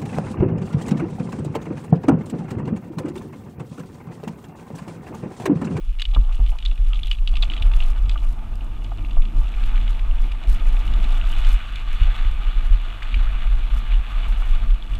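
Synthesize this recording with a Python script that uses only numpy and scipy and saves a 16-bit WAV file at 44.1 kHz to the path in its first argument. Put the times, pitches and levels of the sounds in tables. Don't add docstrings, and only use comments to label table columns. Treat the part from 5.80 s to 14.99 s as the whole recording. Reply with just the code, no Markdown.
import sys
import numpy as np
from scipy import signal
from scipy.fft import rfft, irfft, next_fast_len
from scipy.io import wavfile
from scipy.ndimage import uniform_filter1d

SR = 44100
rng = np.random.default_rng(int(sys.argv[2]) if len(sys.argv) > 2 else 0)


def log_audio(samples):
    frames = np.atleast_2d(samples).T
    limited = np.clip(frames, -1, 1)
    pcm = np.round(limited * 32767).astype(np.int16)
    wavfile.write(sys.argv[1], SR, pcm)


N = 405279
TIME = np.arange(N) / SR

# (time [s], helmet drone before trim [dB], rush [dB])
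AIR = [(0.1, -63, -57), (0.5, -49, -58), (0.9, -60, -53), (1.35, -46.5, -55), (1.72, -34.5, -44),
       (2.1, -44, -48.5), (2.8, -38.5, -46.5), (3.4, -37.5, -44), (4.1, -40, -48), (4.6, -41.5, -47),
       (5.15, -40.5, -42), (5.95, -43.5, -51), (6.6, -43.5, -48), (8.0, -42.5, -49), (9.15, -40, -47)]
# (mid-attack time [s], length before release [s], buffeting before trim [dB],
# treble hiss before trim [dB])
GUSTS = [(0.077, 0.077, -19, -70), (0.277, 0.091, -16, -58), (0.377, 0.19, -16.5, -56.5),
         (0.604, 0.15, -17.5, -54), (0.857, 0.066, -18.5, -68), (1.002, 0.34, -17.5, -59.5),
         (1.386, 0.32, -16, -59.5), (1.811, 0.32, -14.5, -53), (2.18, 0.34, -16, -54.5),
         (3.092, 0.37, -22.5, -75), (3.367, 0.052, -9.5, -60), (3.546, 0.12, -15, -56),
         (3.74, 0.8, -15.5, -56.5), (4.67, 0.24, -14, -50.5), (4.906, 0.58, -15, -53.5),
         (5.486, 0.15, -14.5, -49.5), (5.65, .12, -11, -47), (6.076, 0.09, -15, -57),
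         (6.203, .11, -12.5, -67), (6.39, 0.31, -16, -71), (6.759, 0.21, -13.5, -58.5),
         (7.324, 0.28, -16.5, -72), (7.62, 0.23, -14, -59), (7.92, 0.067, -11.5, -50),
         (8.08, 0.13, -16, -63), (8.292, 0.61, -17.5, -57), (8.7, 0.26, -14, -59), (9.09, 0.12, -15.5, -53)]
# (time [s], tyre roar before trim [dB], gravel crunch before trim [dB])
GROUND = [(0.1, -63, -57), (0.4, -52.5, -55.5), (1.0, -56.5, -51.5), (1.4, -55, -56.5), (1.8, -45, -49),
          (2.15, -48.5, -49.5), (2.75, -50, -56), (3.5, -48.5, -51.5), (3.92, -47.5, -43.5),
          (4.22, -47, -48.5), (4.47, -47, -48.5), (4.58, -49, -49), (4.7, -46, -45), (4.95, -43.5, -44),
          (5.68, -44.5, -38.5), (5.93, -51, -42.5), (6.2, -48, -41), (6.36, -45, -37), (6.52, -49, -43),
          (7.55, -46.5, -41.5), (7.95, -48.5, -44), (8.25, -46, -41.5), (8.8, -45, -44), (9.05, -50, -48)]
# (time [s], stone chips over the crunch before trim [dB])
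LOOSENESS = [(0, 2.5), (1.4, 4), (1.9, -14), (2.4, 8), (2.7, -16), (3.3, 10.5), (3.9, -10), (4.5, -5),
             (5.5, -5.5), (8.2, -20), (9.19, -1.5)]
# (time [s], peak before trim [dB], ring [Hz],
# sharp edge before trim and cap [dB])
STONES = [(0.187, -30.5, 2850, -22), (0.196, -20.5, 3300, -23), (0.205, -23.5, 2840, -17),
          (0.218, -16, 3880, -21), (0.2532, -18, 3090, -50), (0.3117, -39, 2900, -28),
          (0.337, -34, 3200, -36), (0.3473, -21, 3220, -35), (0.4484, -41, 3260, -36),
          (0.5245, -34.5, 2570, -11), (0.544, -35, 2590, -11), (0.662, -33, 2850, -24),
          (0.674, -33, 3060, -23), (0.6923, -34, 2930, -29), (0.786, -28, 2930, -15),
          (0.803, -35, 3000, -34), (0.825, -26.5, 3040, -24), (0.8508, -24, 3470, -16),
          (0.8606, -16, 3570, -43.5), (0.9128, -30.5, 2790, -41), (0.977, -36, 2510, -28),
          (1.133, -20, 2830, -46), (1.144, -31, 3100, -30), (1.1563, -30, 3280, -31),
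          (1.1914, -29, 2670, -42), (1.233, -21, 3400, -43), (1.246, -33, 2940, -33),
          (1.258, -30.5, 3500, -38), (1.27, -30, 3400, -42), (1.2816, -31, 3360, -42),
          (1.313, -11.5, 3014, -33), (1.3483, -34, 3300, -23), (1.3853, -31.5, 2780, -38),
          (1.475, -15.5, 3300, -39), (1.538, -31, 3100, -24), (1.555, -22.5, 2800, -30),
          (1.568, -21, 2780, -15), (1.6242, -15.5, 3840, -33), (1.628, -20, 3020, -27),
          (1.6337, -18.5, 3080, -35), (1.667, -45, 2530, -34), (1.7, -18.5, 3020, -51),
          (1.718, -23.5, 2560, -40), (1.736, -22, 3040, -37), (1.765, -25.5, 2700, -32),
          (1.777, -26, 2950, -31), (1.798, -34, 3420, -30), (1.8226, -19.5, 3500, -26),
          (1.878, -39, 3000, -35), (1.916, -31, 2600, -29), (1.936, -26.5, 2830, -36),
          (2.003, -21.5, 2770, -34), (2.024, -23.5, 2900, -42), (2.2944, -20.5, 3160, -14),
          (2.3136, -28, 2960, -32), (2.376, -28, 2900, -30), (2.809, -35.5, 2820, -42),
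          (3.043, -32.5, 2940, -18), (3.183, -37, 2980, -41), (3.248, -30, 2670, -44),
          (3.309, -33, 2920, -30), (3.419, -33, 2780, -34), (3.452, -33, 2750, -33), (3.67, -33, 2750, -45),
          (3.7398, -29.5, 2580, -42), (3.8364, -28, 2800, -24), (3.9564, -30, 2500, -34),
          (3.9762, -30, 2280, -36), (4.011, -31.5, 2940, -30), (4.0775, -26, 3180, -28),
          (4.147, -36, 2550, -35), (4.1927, -31, 2520, -28), (4.3111, -31.5, 2680, -39),
          (4.441, -32, 2270, -34), (4.517, -28, 2700, -25), (4.673, -34, 2530, -16),
          (4.968, -29, 2560, -43), (5.077, -27.5, 2770, -23), (5.1367, -28.5, 2940, -14),
          (5.292, -33, 2970, -40), (5.413, -24.5, 2860, -54), (5.5277, -26, 2910, -43),
          (5.647, -25, 2970, -32), (5.957, -26, 3530, -23), (7.2228, -24, 2050, -38),
          (7.2292, -24, 2310, -23), (7.3428, -16.5, 2430, -38), (8.7487, -30.5, 3000, -28),
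          (8.905, -31.5, 2800, -22), (9.0244, -29.5, 3400, -50), (9.1523, -33.5, 3470, -6)]
# (time [s], peak before trim [dB], ring [Hz], contact [s])
KNOCKS = [(0.329, -38, 810, 0.018), (0.361, -24.5, 1020, 0.0065), (0.478, -38, 1100, 0.025),
          (0.592, -36, 740, 0.012), (0.716, -37, 840, 0.02), (0.75, -39, 820, 0.0085),
          (0.914, -41, 660, 0.0066), (1.099, -39.5, 1300, 0.042), (1.533, -37, 705, 0.0055),
          (1.629, -29.5, 1406, 0.0046), (1.911, -33.5, 1210, 0.0044), (2.356, -29, 1420, 0.0039),
          (3.116, -29.5, 694, 0.0051), (3.367, -30, 674, 0.0039), (3.938, -34, 1230, 0.0061),
          (6.26, -37, 700, 0.022), (8.617, -29.5, 1160, 0.0076)]
# (time [s], thud [dB], rocking [dB], shake before trim, over the thud [dB])
JOLTS = [(0.359, -16, -2, -17.5), (0.586, -21, -6, -18), (0.982, -31.5, -9, -15), (1.809, -18.5, -8.5, -32),
         (2.238, -20.5, -16, -27), (2.71, -26, -24, -31), (3.571, -24, -15, -18), (4.664, -26, -11, -19),
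         (5.11, -26, -9, -18), (5.669, -25, -12, -35), (6.208, -15, -10, -33), (6.44, -25, -18, -26),
         (6.894, -19, -8, -36), (7.358, -19, -16, -20)]
# (time [s], pitch [Hz], level [dB])
HUM = [(2.2, 240.4, -97), (2.75, 266.7, -58), (3.25, 308, -53), (3.6, 305, -73), (4.4, 278, -95)]
# (time [s], peak [dB], pitch [Hz])
TINGS = [(1.187, -58, 10430)]
# (centre [Hz], width before narrowing by the lift [Hz], lift [dB])
CASE_MODES = [(221.6, 19, 10.5), (315.6, 66, 5), (666, 94, 7), (880, 88, 7.5), (1192, 175, 9),
              (2535, 1000, 7.5), (2930, 147, 8.5), (3429, 190, 8), (4580, 33, 6.5)]

# (frequency [Hz], level [dB])
BUFFET_COLOUR = [(10, -16.5), (20, -1), (29, 2.5), (39, 2), (50, -17), (65, -27), (85, -36), (140, -47.5),
                 (300, -90.5)]
# (frequency [Hz], level [dB])
DRONE_COLOUR = [(45, -42), (70, -16), (85, -3), (94, 1), (106, -11.5), (135, -21), (200, -36),
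                (500, -101.5)]
# (frequency [Hz], level [dB])
RUSH_COLOUR = [(80, -8), (140, -0.5), (200, -2.5), (300, -7), (400, -14), (600, -21), (1500, -48)]
# (frequency [Hz], level [dB])
HISS_COLOUR = [(2500, 7), (5000, 7), (7800, 4), (9500, 4), (12000, 1), (15500, -1.5)]
# (frequency [Hz], level [dB])
TYRE_COLOUR = [(250, -18.5), (470, -1.5), (570, -4.5), (750, 0.5), (1020, -3.5), (1300, -4), (1500, -6),
               (1750, -13.5), (3000, -21), (6000, -72)]
# (frequency [Hz], level [dB])
GRAVEL_COLOUR = [(600, -21), (1200, 1.5), (1500, 5.5), (1900, 0.5), (2300, 0.5), (3000, -4), (3700, -2),
                 (4300, -7), (5000, -22), (7000, -19.5), (12000, -29)]
# (frequency [Hz], level [dB])
CHIP_COLOUR = [(600, -52), (1700, -5), (2400, -1), (3000, -2), (3900, -1), (4600, -10), (5400, -6.5),
               (8000, 2.5), (14000, -40)]
# (frequency [Hz], level [dB])
STONE_COLOUR = [(400, -41), (1200, 2), (2000, 1.5), (2800, 0.5), (3800, 5.5), (4700, -2.5), (5600, -14),
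                (8000, -9.5), (14000, -19)]

GUST_ATTACK_S, GUST_RELEASE_S = 0.0282, 0.046
GUST_TRIM_DB, GUST_HISS_TRIM_DB, DRONE_TRIM_DB = 1.05, -4, -1.5
LULL_DB, LULL_HISS_DB = -24, -64.5
ROAR_TRIM_DB, CRUNCH_TRIM_DB, CHIP_TRIM_DB = -0.5, 0.07, -0.5
WHINE_HZ, WHINE_DB = 8630, -81
TOP_HZ = 15000


def undb(db):
    return 10 ** (np.asarray(db) / 20)


def unit(x):
    return x / np.sqrt(np.mean(x ** 2))


def noise(count=N):
    return rng.standard_normal(count)


def curves(table):
    times_s, *columns = np.transpose(table)
    return [np.interp(TIME, times_s, column) for column in columns]


def add(out, time_s, sound):
    start = max(int(time_s * SR), 0)
    out[start:start + len(sound)] += sound[:max(N - start, 0)]


def walk(rate_hz):
    step = max(int(SR / rate_hz), 2)
    held = np.repeat(noise(N // step + 1), step)
    return unit(uniform_filter1d(held, step))[:N]


def colour(x, points):
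    size = 2 * next_fast_len(len(x))
    hz, db = np.transpose(points)
    grid_hz = np.maximum(np.fft.rfftfreq(size, 1 / SR), 1)
    gain = undb(np.interp(np.log(grid_hz), np.log(hz), db))
    cepstrum = irfft(np.log(gain))
    cepstrum[1:size // 2] *= 2
    cepstrum[size // 2 + 1:] = 0
    response = np.exp(rfft(cepstrum))
    return irfft(rfft(x, size) * response)[:len(x)]


def ring(x, hz, width_hz):
    b, a = signal.iirpeak(hz, hz / width_hz, fs=SR)
    return signal.lfilter(b, a, x)


def ping(t, hz, swell_s):
    tone = np.sin(2 * np.pi * (hz * t + rng.random()))
    return unit(tone * t * np.exp(-t / swell_s))


def impacts(rate_hz, spread_db):
    hit = rng.random(N) < rate_hz / SR
    size = undb(spread_db * np.minimum(rng.standard_exponential(N), 5))
    return hit * size * rng.choice([-1, 1], N)


def case(x):
    for hz, width_hz, lift_db in CASE_MODES:
        x = x + (undb(lift_db) - 1) * ring(x, hz, width_hz / undb(lift_db / 2))
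    return x


def wind():
    drone_db, rush_db = curves(AIR)
    pressure, gust_hiss = gusts()
    sway, swirl = eddies(), walk(16)
    drone = unit(colour(noise(), DRONE_COLOUR)) * undb(drone_db + DRONE_TRIM_DB + 1.46 * swirl)
    rush = unit(case(colour(noise(), RUSH_COLOUR))) * undb(rush_db + 1.2 * swirl)
    flutter = unit((0.2 + np.abs(sway)) * undb(3.9 * walk(24) + 2.2 * walk(70)))
    hiss_gain = np.hypot(undb(LULL_HISS_DB), flutter * gust_hiss * undb(GUST_HISS_TRIM_DB))
    hiss = unit(colour(noise(), HISS_COLOUR)) * hiss_gain
    return sway * pressure + drone + rush + hiss


def gusts():
    pressure, hiss = np.full(N, undb(LULL_DB)), np.zeros(N)
    for time_s, length_s, buffet_db, hiss_db in GUSTS:
        hold_s = max(length_s - GUST_ATTACK_S, 0)
        corners_s = np.cumsum([time_s - GUST_ATTACK_S / 2, GUST_ATTACK_S, hold_s, GUST_RELEASE_S])
        shape = np.interp(TIME, corners_s, [0, 1, 1, 0])
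        pressure = np.maximum(pressure, undb(buffet_db + GUST_TRIM_DB) * shape)
        hiss = np.maximum(hiss, undb(hiss_db) * shape)
    return pressure, hiss


def eddies(evenness=0.21):
    sway = signal.hilbert(colour(noise(), BUFFET_COLOUR))
    swing = uniform_filter1d(np.abs(sway), SR // 40)
    return unit(sway.real / swing ** evenness)


def tyres(roar_db, load):
    slaps = impacts(rate_hz=2200, spread_db=1.0) * undb(1.03 * load)
    drumming = colour(patchy(slaps, spread_db=1.27, rate_hz=25), TYRE_COLOUR)
    return unit(case(drumming)) * undb(roar_db + ROAR_TRIM_DB)


def gravel(crunch_db, load):
    grit = impacts(rate_hz=1600, spread_db=-2.5) * undb(load)
    crunch = unit(case(colour(patchy(grit, spread_db=1.73, rate_hz=45), GRAVEL_COLOUR)))
    loose = undb(curves(LOOSENESS)[0])
    mix = crunch + undb(CHIP_TRIM_DB) * loose * chips(2.0 * load)
    return mix / np.hypot(1, loose) * undb(crunch_db + CRUNCH_TRIM_DB)


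def patchy(x, spread_db, rate_hz):
    for hz in np.geomspace(800, 4000, num=7):
        x = x + (undb(spread_db * walk(rate_hz)) - 1) * ring(x, hz, hz / 4)
    return x


def chips(load_db):
    sizes_hz = np.geomspace(2200, 4500, num=12)
    clicks = sum(ring(impacts(rate_hz=16, spread_db=2.2), hz, 600) for hz in sizes_hz)
    return unit(case(colour(clicks * undb(load_db), CHIP_COLOUR)))


def stones(contact_s=0.0016, contact_spread_db=2.5, rattle_s=0.012, rattle_db=-17.0,
           edge_trim_db=15, ring_s=0.00075, ring_db=-2, blunt=0.81, side_db=-3,
           overtone_ratio=2.2, overtone_db=-8, shape_spread=0.19, trim_db=-0.5):
    out, t = np.zeros(N), TIME[:2048]
    for time_s, peak_db, hz, edge_db in STONES:
        touch_s = contact_s * undb(contact_spread_db * (2 * rng.random() - 1))
        strike = noise(len(t)) * t / touch_s * np.exp(1 - t / touch_s)
        bounces = unit(noise(len(t)) * (rng.random(len(t)) < 500 / SR))
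        contact = strike + undb(rattle_db) * bounces * np.exp(-t / rattle_s)
        edge = undb(min(edge_db + edge_trim_db, 3)) * ring(strike, 5400, 2400)
        chatter = case(colour(ring(contact, hz, 1350) + edge, STONE_COLOUR))
        shape = 1 + shape_spread * (2 * rng.random(2) - 1)
        side_hz, high_hz = hz * np.array([1, overtone_ratio]) * shape
        modes = ping(t, hz, ring_s) + undb(side_db) * ping(t, side_hz, ring_s)
        rings = undb(ring_db - blunt * (edge_db + 36.5)) * modes
        overtone = undb(edge_db + overtone_db) * ping(t, high_hz, 2 * ring_s)
        clack = unit(chatter) + rings + overtone
        add(out, time_s, undb(peak_db + trim_db) * clack / np.abs(clack).max())
    return out


def debris(debris_db=-36, follow=0.51, scatter_s=0.012):
    stir, t = np.zeros(N), TIME[:SR // 4]
    burst = t / scatter_s * np.exp(-t / scatter_s)
    for time_s, peak_db, _, _ in STONES:
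        add(stir, time_s, undb(follow * peak_db + debris_db) ** 2 * burst)
    return chips(0) * np.sqrt(stir)


def knocks(ring_s=0.0051, ring_db=-9.5, trim_db=1.5):
    out, t = np.zeros(N), TIME[:4096]
    for time_s, peak_db, hz, contact_s in KNOCKS:
        blow = noise(len(t)) * t * np.exp(-(t / contact_s) ** 2)
        body = unit(case(colour(ring(blow, hz, 560), TYRE_COLOUR)))
        knock = body + undb(ring_db) * ping(t, hz, ring_s)
        add(out, time_s, undb(peak_db + trim_db) * knock / np.abs(knock).max())
    return out


def jolts(thud_hz=62, thud_s=0.015, helmet_hz=94, helmet_s=0.018, helmet_db=-6,
          rock_hz=37, rock_s=0.0815, shake_s=0.01, shake_trim_db=5):
    out, t = np.zeros(N), TIME[:SR // 2]
    rock = -np.sin(2 * np.pi * rock_hz * t) * np.sin(np.pi * np.minimum(t / rock_s, 1)) ** 2
    push = unit(np.sin(2 * np.pi * thud_hz * t) * t * np.exp(-t / thud_s))
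    for time_s, thud_db, rock_db, shake_db in JOLTS:
        shake = case(colour(noise(len(t)) * t * np.exp(-t / shake_s), RUSH_COLOUR))
        thud = push + undb(helmet_db) * ping(t, helmet_hz, helmet_s)
        bump = thud + undb(shake_db + shake_trim_db) * unit(shake)
        add(out, time_s, undb(thud_db) * bump / np.abs(thud).max() + undb(rock_db) * rock)
    return out


def tread():
    hz, level_db = curves(HUM)
    turn = np.exp(2j * np.pi * np.cumsum(hz) / SR)
    unsteady = turn * (walk(60) + 1j * walk(60))
    return unit(unsteady.real) * undb(level_db)


def spatter(rate_hz=22, spread_db=4.5, tick_s=0.0022, level_db=-71):
    t = TIME[:1024]
    power = signal.fftconvolve(impacts(rate_hz, spread_db) ** 2, np.exp(-2 * t / tick_s))[:N]
    ticks = np.sqrt(np.abs(power)) * noise()
    return unit(colour(ticks, HISS_COLOUR)) * undb(level_db)


def tings(swell_s=0.0052):
    out, t = np.zeros(N), TIME[:SR // 4]
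    for time_s, peak_db, hz in TINGS:
        note = ping(t, hz, swell_s)
        add(out, time_s, undb(peak_db) * note / np.abs(note).max())
    return out


def whine(waver_db=-2):
    carrier = np.exp(2j * np.pi * WHINE_HZ * TIME)
    waver = 1 + undb(waver_db) * (walk(30) + 1j * walk(30))
    return unit((carrier * waver).real) * undb(WHINE_DB)


def scene():
    roar_db, crunch_db = curves(GROUND)
    load = unit(0.43 * walk(12) + walk(50) + 0.19 * walk(160))
    ground = tyres(roar_db, load) + gravel(crunch_db, load) + stones() + debris() + tread() + spatter()
    bike = knocks() + jolts() + tings()
    return (wind() + ground + bike + whine())[None]


def record(dry):
    low_pass = signal.ellip(8, 0.2, 70, TOP_HZ, fs=SR, output="sos")
    return signal.sosfilt(low_pass, dry)


dry = scene()
out = record(dry)
log_audio(out)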